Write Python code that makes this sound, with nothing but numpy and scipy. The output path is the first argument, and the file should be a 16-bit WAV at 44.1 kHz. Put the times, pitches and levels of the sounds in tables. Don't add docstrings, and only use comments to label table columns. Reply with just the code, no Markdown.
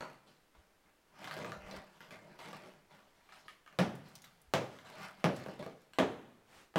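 import sys
import numpy as np
from scipy import signal
from scipy.io import wavfile

SR = 44100
rng = np.random.default_rng(int(sys.argv[2]) if len(sys.argv) > 2 else 0)


def inscribe(sig):
    pcm = np.round(np.clip(np.atleast_2d(sig).T, -1, 1) * 32767)
    wavfile.write(sys.argv[1], SR, pcm.astype(np.int16))


N = 298998
EDGE_HZ = 16000


def amp(db):
    return 10 ** (np.asarray(db) / 20)


def evened(x):
    return x / np.sqrt(np.mean(x ** 2) + 1e-20)


def read(points, hz):
    f, value = np.transpose(points)
    return np.interp(np.log(hz + 1), np.log(f + 1), value)


def add(mix, s, sound):
    part = mix[max(round(s * SR), 0):][:len(sound)]
    part += sound[:len(part)]


def pulse(*spectra, size=4096):
    hz = abs(np.fft.fftfreq(size, 1 / SR))
    log_gain = np.log(amp(sum(read(points, hz) for points in spectra)))
    spectrum = np.exp(np.conj(signal.hilbert(log_gain)))
    return np.fft.ifft(spectrum).real[:size // 2]


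def ring(modes, t):
    return sum(amp(db - 60 * t / t60) * np.sin(2 * np.pi * (hz * t + rng.random()))
               for hz, db, t60 in modes)


def uneven(depth_db, count=34):
    hills_db = depth_db * rng.standard_normal(count)
    hills_db = hills_db * (np.arange(count) > 0)
    return list(zip(np.geomspace(350, 16000, count), hills_db))


def grains(per_s, spread_db, count):
    at = rng.integers(0, count, round(per_s * count / SR))
    size = amp(spread_db * np.minimum(rng.exponential(1, len(at)), 4))
    return np.bincount(at, size * rng.choice([-1, 1], len(at)), count)


def crumble(fade):
    burst = grains(per_s=6000, spread_db=3, count=SR) * np.exp(-np.arange(SR) / SR / fade)
    burst = signal.sosfilt(signal.butter(2, 700, "high", fs=SR, output="sos"), burst)
    return burst / np.linalg.norm(burst)


def tail(t60s, rise, size=256):
    hz, t, z = signal.stft(rng.standard_normal(SR), SR, nperseg=size)
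    fall_db = -60 * t / read(t60s, hz)[:, None]
    x = signal.istft(z * amp(fall_db), SR, nperseg=size)[1][:SR]
    x *= 1 - np.exp(-np.arange(SR) / SR / rise)
    return x / np.linalg.norm(x)


# nominal delay_s, relative gain [ratio]
ECHOES = [(.0064, 0.5), (0.0103, 0.23), (0.014, -0.23), (.0173, 0.23), (.0266, .32), (.0336, .27)]
# frequency_hz, t60_s
NEAR_T60 = [(100, 0.49), (300, 0.45), (1000, 0.31), (3000, 0.25), (7000, 0.24), (15000, 0.16)]
# frequency_hz, t60_s
FAR_T60 = [(100, 1.52), (400, 0.75), (2000, 0.8), (6000, 0.67), (15000, 0.81)]


def yard(echo_db, near_db, far_db):
    near = amp(near_db) * tail(NEAR_T60, rise=0.0092)
    far = amp(far_db) * tail(FAR_T60, rise=0.023)
    response = near + far
    response[0] += 1
    for s, gain in ECHOES:
        echo = amp(echo_db) * gain * np.array([1, 2, 1]) / 4
        add(response, s * rng.normal(1, .012), echo)
    return response


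# frequency_hz, relative level_db
AIR = [(20, 0.5), (50, -8), (120, -9), (400, -6.5), (850, -11), (1500, -12), (5000, -21.5), (15500, -28)]
AIR_DB = -71.5


def air():
    noise = signal.fftconvolve(rng.standard_normal(N), pulse(AIR))[:N]
    return amp(AIR_DB) * evened(noise)


PATCH_S, PATCH_DB = .03, 2.5


def clusters(count=500):
    gain = amp(PATCH_DB * rng.standard_normal(count))
    return np.interp(np.arange(N) / SR, np.arange(count) * PATCH_S, gain)


# frequency_hz, relative level_db
CRACKLE_COLOUR = [(100, -18), (500, -9), (1300, 2.5), (2500, -7), (6000, -13), (15000, -22.5)]
CRACKLE_PER_S, CRACKLE_SPREAD_DB = 160, 3


def crackle(per_s, count=8):
    total = np.zeros(N)
    for _ in range(count):
        bursts = grains(per_s / count, CRACKLE_SPREAD_DB, count=N)
        colour = pulse(CRACKLE_COLOUR, uneven(depth_db=5.5))
        total += signal.oaconvolve(bursts, colour)[:N]
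    return evened(signal.oaconvolve(total, yard(echo_db=-13, near_db=-11, far_db=-12))[:N])


# start_s, rise_s, hold_s, fade_db_per_s, relative level_db,
# coarse_db and fine_db (crumbs relative to the medium ones)
GRINDS = [(0.0, 0.007, 0.022, 80, -55, -3, -15), (0.263, 0.0092, 0.013, 116, -66.5, 3.5, -0.5),
          (0.537, .01, 0.033, 73, -69.5, -0.5, -9), (0.798, 0.064, 0.016, 139, -70, -4, -23),
          (1.136, 0.1, 0.18, 139, -48, -3, -9), (1.332, 0.048, 0.13, 149, -52.5, 8.5, -9.5),
          (1.547, 0.16, 0.06, 118, -50, 0, -11.5), (1.885, 0.045, 0.048, 60, -67, -3, -0.5),
          (1.997, 0.013, 0.024, 99, -61, 3, -3), (2.082, 0.042, 0.016, 169, -52, 3, -9),
          (2.182, 0.042, 0.14, 100, -63.5, 4, -9.5), (2.381, 0.013, 0.066, 150, -53.5, -15, -3.5),
          (2.416, 0.043, 0.088, 123, -50.5, -0.5, -10), (2.609, 0.034, 0.047, 104, -58, 3.5, -9),
          (2.886, 0.024, 0.037, 67, -61.5, -2.5, -8), (3.086, 0.078, .1, 92, -70.5, -21, -4),
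          (3.265, 0.063, .03, 101, -59.5, -10, -2), (3.435, 0.029, 0.0066, 164, -70, 6.5, 3),
          (3.666, 0.053, 0.056, 80, -69.5, 3.5, -14), (4.016, 0.044, 0.06, 39, -64, -15, -4),
          (4.669, 0.065, 0.025, 92, -59.5, -10, -6), (4.838, 0.018, .1, 118, -57, -1.5, -4.5),
          (4.869, 0.16, 0.033, 162, -46.5, -7, -9.5), (5.136, .05, 0.063, 80, -61, -1, -8.5),
          (5.308, 0.047, 0.018, 44, -53.5, -5, -6), (5.458, .012, .03, 220, -59, 2, -23),
          (5.567, 0.034, 0.011, 130, -54, 9, -4.5)]
ONSET_DB = -19.5


def grind_levels():
    t, power = np.arange(N) / SR, np.zeros((3, N))
    for s, rise, hold, fade, db, coarse_db, fine_db in GRINDS:
        swell_db = ONSET_DB * np.maximum(1 - (t - s) / rise, 0)
        fade_db = fade * np.maximum(t - s - rise - hold, 0)
        level = amp(np.maximum(db + swell_db - fade_db, -120))
        power += np.outer(amp([coarse_db, 0, fine_db]), level) ** 2
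    return np.sqrt(power)


GRAIN_BANDS_HZ = [330, 1300, 6000]
# pitch_hz, relative level_db per grain size
GRAIN_COLOUR = [(100, -7), (150, -0.5), (200, 3.5), (280, -3.5), (450, -0.5), (650, 5.5), (1300, 4.5),
                (2200, 4), (3000, -4.5), (3700, -5.5), (5000, -8.5), (8000, -14), (15000, -23.5)]
# start_s, relative level_db, bass_db (extra bass from the weight), pitch_hz
KNOCKS = [(0.008, -45, -4, 1318), (0.024, -44, -4, 634), (0.55, -65, -13, 1004), (1.2438, -52.5, -26, 2070),
          (1.2741, -43.5, -32, 1074), (1.3113, -43, -30, 1233), (1.367, -54.5, 3, 2140),
          (1.401, -61, 15, 650), (1.4465, -44, -16, 1230), (1.52, -44.5, -9, 1190), (1.712, -59, 3.5, 4060),
          (1.7404, -55.5, 1.5, 850), (2.006, -52.5, -30, 1390), (2.108, -55, -13, 2330),
          (2.39, -61, 2, 2270), (2.531, -51.5, -6.5, 1155), (3.291, -57, -17, 1180),
          (3.323, -55, -31, 1284), (3.482, -48.5, -43, 1250), (3.489, -60, -16, 2290),
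          (3.663, -58, -18, 1250), (3.677, -56, -30, 1220), (3.727, -65, -11, 1750),
          (4.241, -58, -21, 2090), (4.788, -57.5, -17, 2083), (5.462, -50.5, 4.5, 752),
          (5.485, -49, 2, 620), (5.593, -62.5, 15, 584), (5.627, -49, -6.5, 1140), (5.664, -59.5, 14, 655),
          (5.935, -59.5, -11, 2940), (6.741, -57, -8, 860)]
GRIT_SPREAD_DB = 5
CRACKLE_DB = -6.5


def grinding(count=110, size=5):
    crumbs = np.zeros((3, N))
    for group in np.geomspace(110, 15000, count).reshape(-1, size):
        cluster = clusters()
        for hz in group:
            cycles = read([(150, 2.2), (1200, 3), (8000, 6)], hz)
            age = np.arange(int(6 * cycles * SR / hz)) / SR
            envelope = np.exp(-age * hz / cycles) * (1 - np.exp(-age * hz))
            snap = np.sin(2 * np.pi * hz * age) * envelope
            train = cluster * grains(per_s=85, spread_db=GRIT_SPREAD_DB, count=N)
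            grade = np.argmin(abs(np.log(hz / np.array(GRAIN_BANDS_HZ))))
            crumbs[grade] += amp(read(GRAIN_COLOUR, hz)) * evened(signal.oaconvolve(train, snap)[:N])
    levels = grind_levels()
    out = amp(CRACKLE_DB) * levels[1] * crackle(CRACKLE_PER_S)
    for level, sound in zip(levels, crumbs):
        reflected = signal.oaconvolve(sound, yard(echo_db=-1, near_db=2.5, far_db=-9))[:N]
        out += level * evened(reflected)
    stall = np.zeros(N)
    for when, *_ in KNOCKS:
        add(stall, when - .02, np.linspace(0, 1, SR // 50))
    return amp(-2.5) * out * amp(-5 * np.minimum(stall, 1))


# frequency ratio [multiple of its pitch], relative level_db, t60_s at a pitch of 1200 Hz
LUMP = [(1.001, 3, 0.12), (1.47, -1, 0.08), (1.86, -7, 0.044), (2.43, -12, 0.04)]


def lump(hz):
    return [(hz * k, db, t60 * (1200 / hz) ** 0.34) for k, db, t60 in LUMP if hz * k < EDGE_HZ]


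# nominal pitch_hz, relative level_db, t60_s
CASTING = [(130.8, -13, 1), (149.7, 0, 0.33), (171.7, 3.5, 0.21), (193, 1.5, 0.3), (267.3, -2.5, 0.47),
           (325, -1.5, 0.35), (377.7, 2.5, 0.23), (460, -28, 0.28), (517, 11, 0.094), (558, -7.5, 0.33),
           (614, 1.5, 0.3), (652, 7, 0.25), (791, -5, 0.48), (891, -1, 0.18), (1181, -5.5, 0.4),
           (1360, -38, 0.09), (1652, 13.5, 0.033), (1860, -6, 0.051), (2611, -33, 0.1), (3060, -7, 0.26),
           (3340, 2, 0.079)]
KNOCK_BANDS_HZ = [550, 1220, 3900]
# frequency_hz, relative level_db
KNOCK_COLOUR = [(40, -41), (100, -12), (160, -4), (350, -2), (700, 0.5), (1300, -7), (2500, -6.5),
                (4000, -9.5), (8000, -21), (16000, -28)]
KNOCK_TREBLE_DB, TREBLE_DB_PER_OCTAVE, LUMP_HZ = -9, 10, 1260


def knocks():
    out, t = np.zeros(N), np.arange(SR // 3) / SR
    for s, strength_db, weight_db, hz in KNOCKS:
        treble_db = KNOCK_TREBLE_DB + TREBLE_DB_PER_OCTAVE * np.log2(hz / LUMP_HZ)
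        force = list(zip(KNOCK_BANDS_HZ, strength_db + np.array([weight_db, 0, treble_db])))
        contact = yard(echo_db=-39, near_db=1.0, far_db=-6.5) + amp(-6.5) * crumble(fade=0.01)
        click = pulse(KNOCK_COLOUR, force, uneven(depth_db=5.5))
        add(out, s, amp(37) * signal.fftconvolve(contact, click))
        struck = [(f, db + read(force, f), t60) for f, db, t60 in lump(hz)]
        add(out, s, amp(-3.5) * ring(struck, t))
        jarred = [(f, db + read(force, f), t60) for f, db, t60 in CASTING]
        add(out, s, amp(-10) * ring(jarred, t))
    return out


# start_s (time of the peak), level_db (rms before the envelope)
BUMPS = [(0.597, -65.5), (1.589, -60), (1.662, -59), (1.763, -58), (4.49, -63)]
# frequency_hz, relative level_db
BUMP_COLOUR = [(20, 2), (45, 6), (70, 11.5), (110, -7.5), (300, -49), (1000, -90)]
BUMP_S = 0.029


def bumps():
    out, t = np.zeros(N), np.arange(-SR // 8, SR // 8) / SR
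    for s, db in BUMPS:
        deep = signal.fftconvolve(rng.standard_normal(SR), pulse(BUMP_COLOUR))
        push = evened(deep[-SR // 2:][:len(t)]) * np.exp(-(t / BUMP_S) ** 2)
        add(out, s + t[0], amp(db) * push)
    return out


THUD_OCTAVES, BASS_DB_PER_OCTAVE = 0.58, 4
TILT_FROM_HZ = 504


def blow_force(db, thud_hz, thud_db, tilt_db, count=40):
    hz = np.geomspace(60, 6000, count)
    octaves = np.log2(hz / thud_hz)
    hump_db = thud_db * np.exp(-(octaves / THUD_OCTAVES) ** 2)
    bass_db = BASS_DB_PER_OCTAVE * np.minimum(octaves, 0)
    treble_db = tilt_db * np.maximum(np.log2(hz / TILT_FROM_HZ), 0)
    return list(zip(hz, db + hump_db + bass_db + treble_db))


# start_s, relative level_db, thud pitch_hz, thud boost_db, treble tilt_db_per_octave,
# first crack_db (relative), head ring_db (relative)
BLOWS = [(3.7885, -36, 181, 8, -3, -18, -48), (4.5379, -37.5, 149.6, 2.5, -2.0, 4, -64),
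         (5.2427, -35, 170.4, 6.5, -4, 0, -44.5), (5.9863, -33.5, 260.6, 4.5, -3.5, -12, -50),
         (6.7587, -35, 186, -0.5, -5, -4.5, -53)]
# frequency_hz, relative level_db
BLOW_COLOUR = [(30, -53.5), (70, -9.5), (110, -6), (170, -6.5), (290, -7), (570, -1), (1050, -4.5),
               (1950, -6.5), (3400, -8.5), (4500, -14.5), (6000, -16), (10000, -26.5), (16000, -31.5)]
# nominal pitch_hz, relative level_db, t60_s
HAMMER = [(10630, -9, .17), (13110, -11, 0.07)]
THUD_T60, THUD_RISE_S, BOUNCE_DB = 0.19, 0.018, -4
RESEAT = 0.0124


def blows():
    out, t = np.zeros(N), np.arange(SR) / SR
    for s, strength_db, thud_hz, thud_db, tilt_db, crack_db, head_db in BLOWS:
        force = blow_force(strength_db, thud_hz, thud_db, tilt_db)
        contact = yard(echo_db=-8, near_db=7.0, far_db=-0.5) + amp(7.0) * crumble(fade=0.0076)
        contact[0] += amp(crack_db)
        add(contact, .014, amp(-1) * crumble(fade=0.0023))
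        colour = pulse(BLOW_COLOUR, force, uneven(depth_db=1.5))
        add(out, s, amp(42.5) * signal.fftconvolve(contact, colour))
        struck = [(hz * rng.normal(1, RESEAT), db + read(force, hz), t60) for hz, db, t60 in CASTING]
        add(out, s, amp(-2.5) * ring(struck, t) * (1 - np.exp(-t / 0.005)))
        bounce = ring([(thud_hz, strength_db + thud_db + BOUNCE_DB, THUD_T60)], t)
        add(out, s, amp(6) * bounce * (1 - np.exp(-t / THUD_RISE_S)))
        head = ring([(hz * rng.normal(1, 0.0016), db, t60) for hz, db, t60 in HAMMER], t)
        reflected = signal.fftconvolve(head, yard(echo_db=2, near_db=-17, far_db=-7))
        add(out, s, amp(head_db) * reflected)
    return out


# start_s, relative level_db, pitch_hz
CHIPS = [(3.954, -63.5, 9000), (4.085, -69, 12000), (4.154, -51, 5900), (4.2196, -58.5, 6520),
         (4.244, -54, 3910), (4.417, -66, 10900), (5.363, -57, 7650), (5.8168, -70.5, 6900)]


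def chips():
    out, t = np.zeros(N), np.arange(SR) / SR
    for s, db, hz in CHIPS:
        contact = yard(echo_db=10, near_db=1, far_db=-1) + amp(9.5) * crumble(fade=0.006)
        spectrum = [(hz / 9, -26), (hz / 2, -5), (hz, 0), (hz * 2, -8)]
        tick = pulse(spectrum, uneven(depth_db=-2.5))
        add(out, s, amp(db + 18.0) * signal.fftconvolve(contact, tick))
        add(out, s, amp(db - 5) * ring(lump(hz), t))
    return out


# frequency_hz, relative level_db
SLEEVE = [(100, 1), (400, 0.5), (900, 2.5), (2500, -2.5), (4000, -7.5), (8000, -13.5), (15000, -23)]


def sleeve():
    t = np.arange(N) / SR
    rub = evened(signal.fftconvolve(rng.standard_normal(N), pulse(SLEEVE))[:N])
    return amp(-59.5) * rub * np.exp(-((t - 6.575) / 0.083) ** 2)


def scene():
    return (blows() + knocks() + chips() + grinding() + sleeve() + bumps() + air())[None]


def record(dry):
    low_pass = signal.firwin(511, EDGE_HZ, window=("kaiser", 9), fs=SR)
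    return signal.oaconvolve(dry, low_pass[None], "same")


dry = scene()
out = record(dry)
inscribe(out)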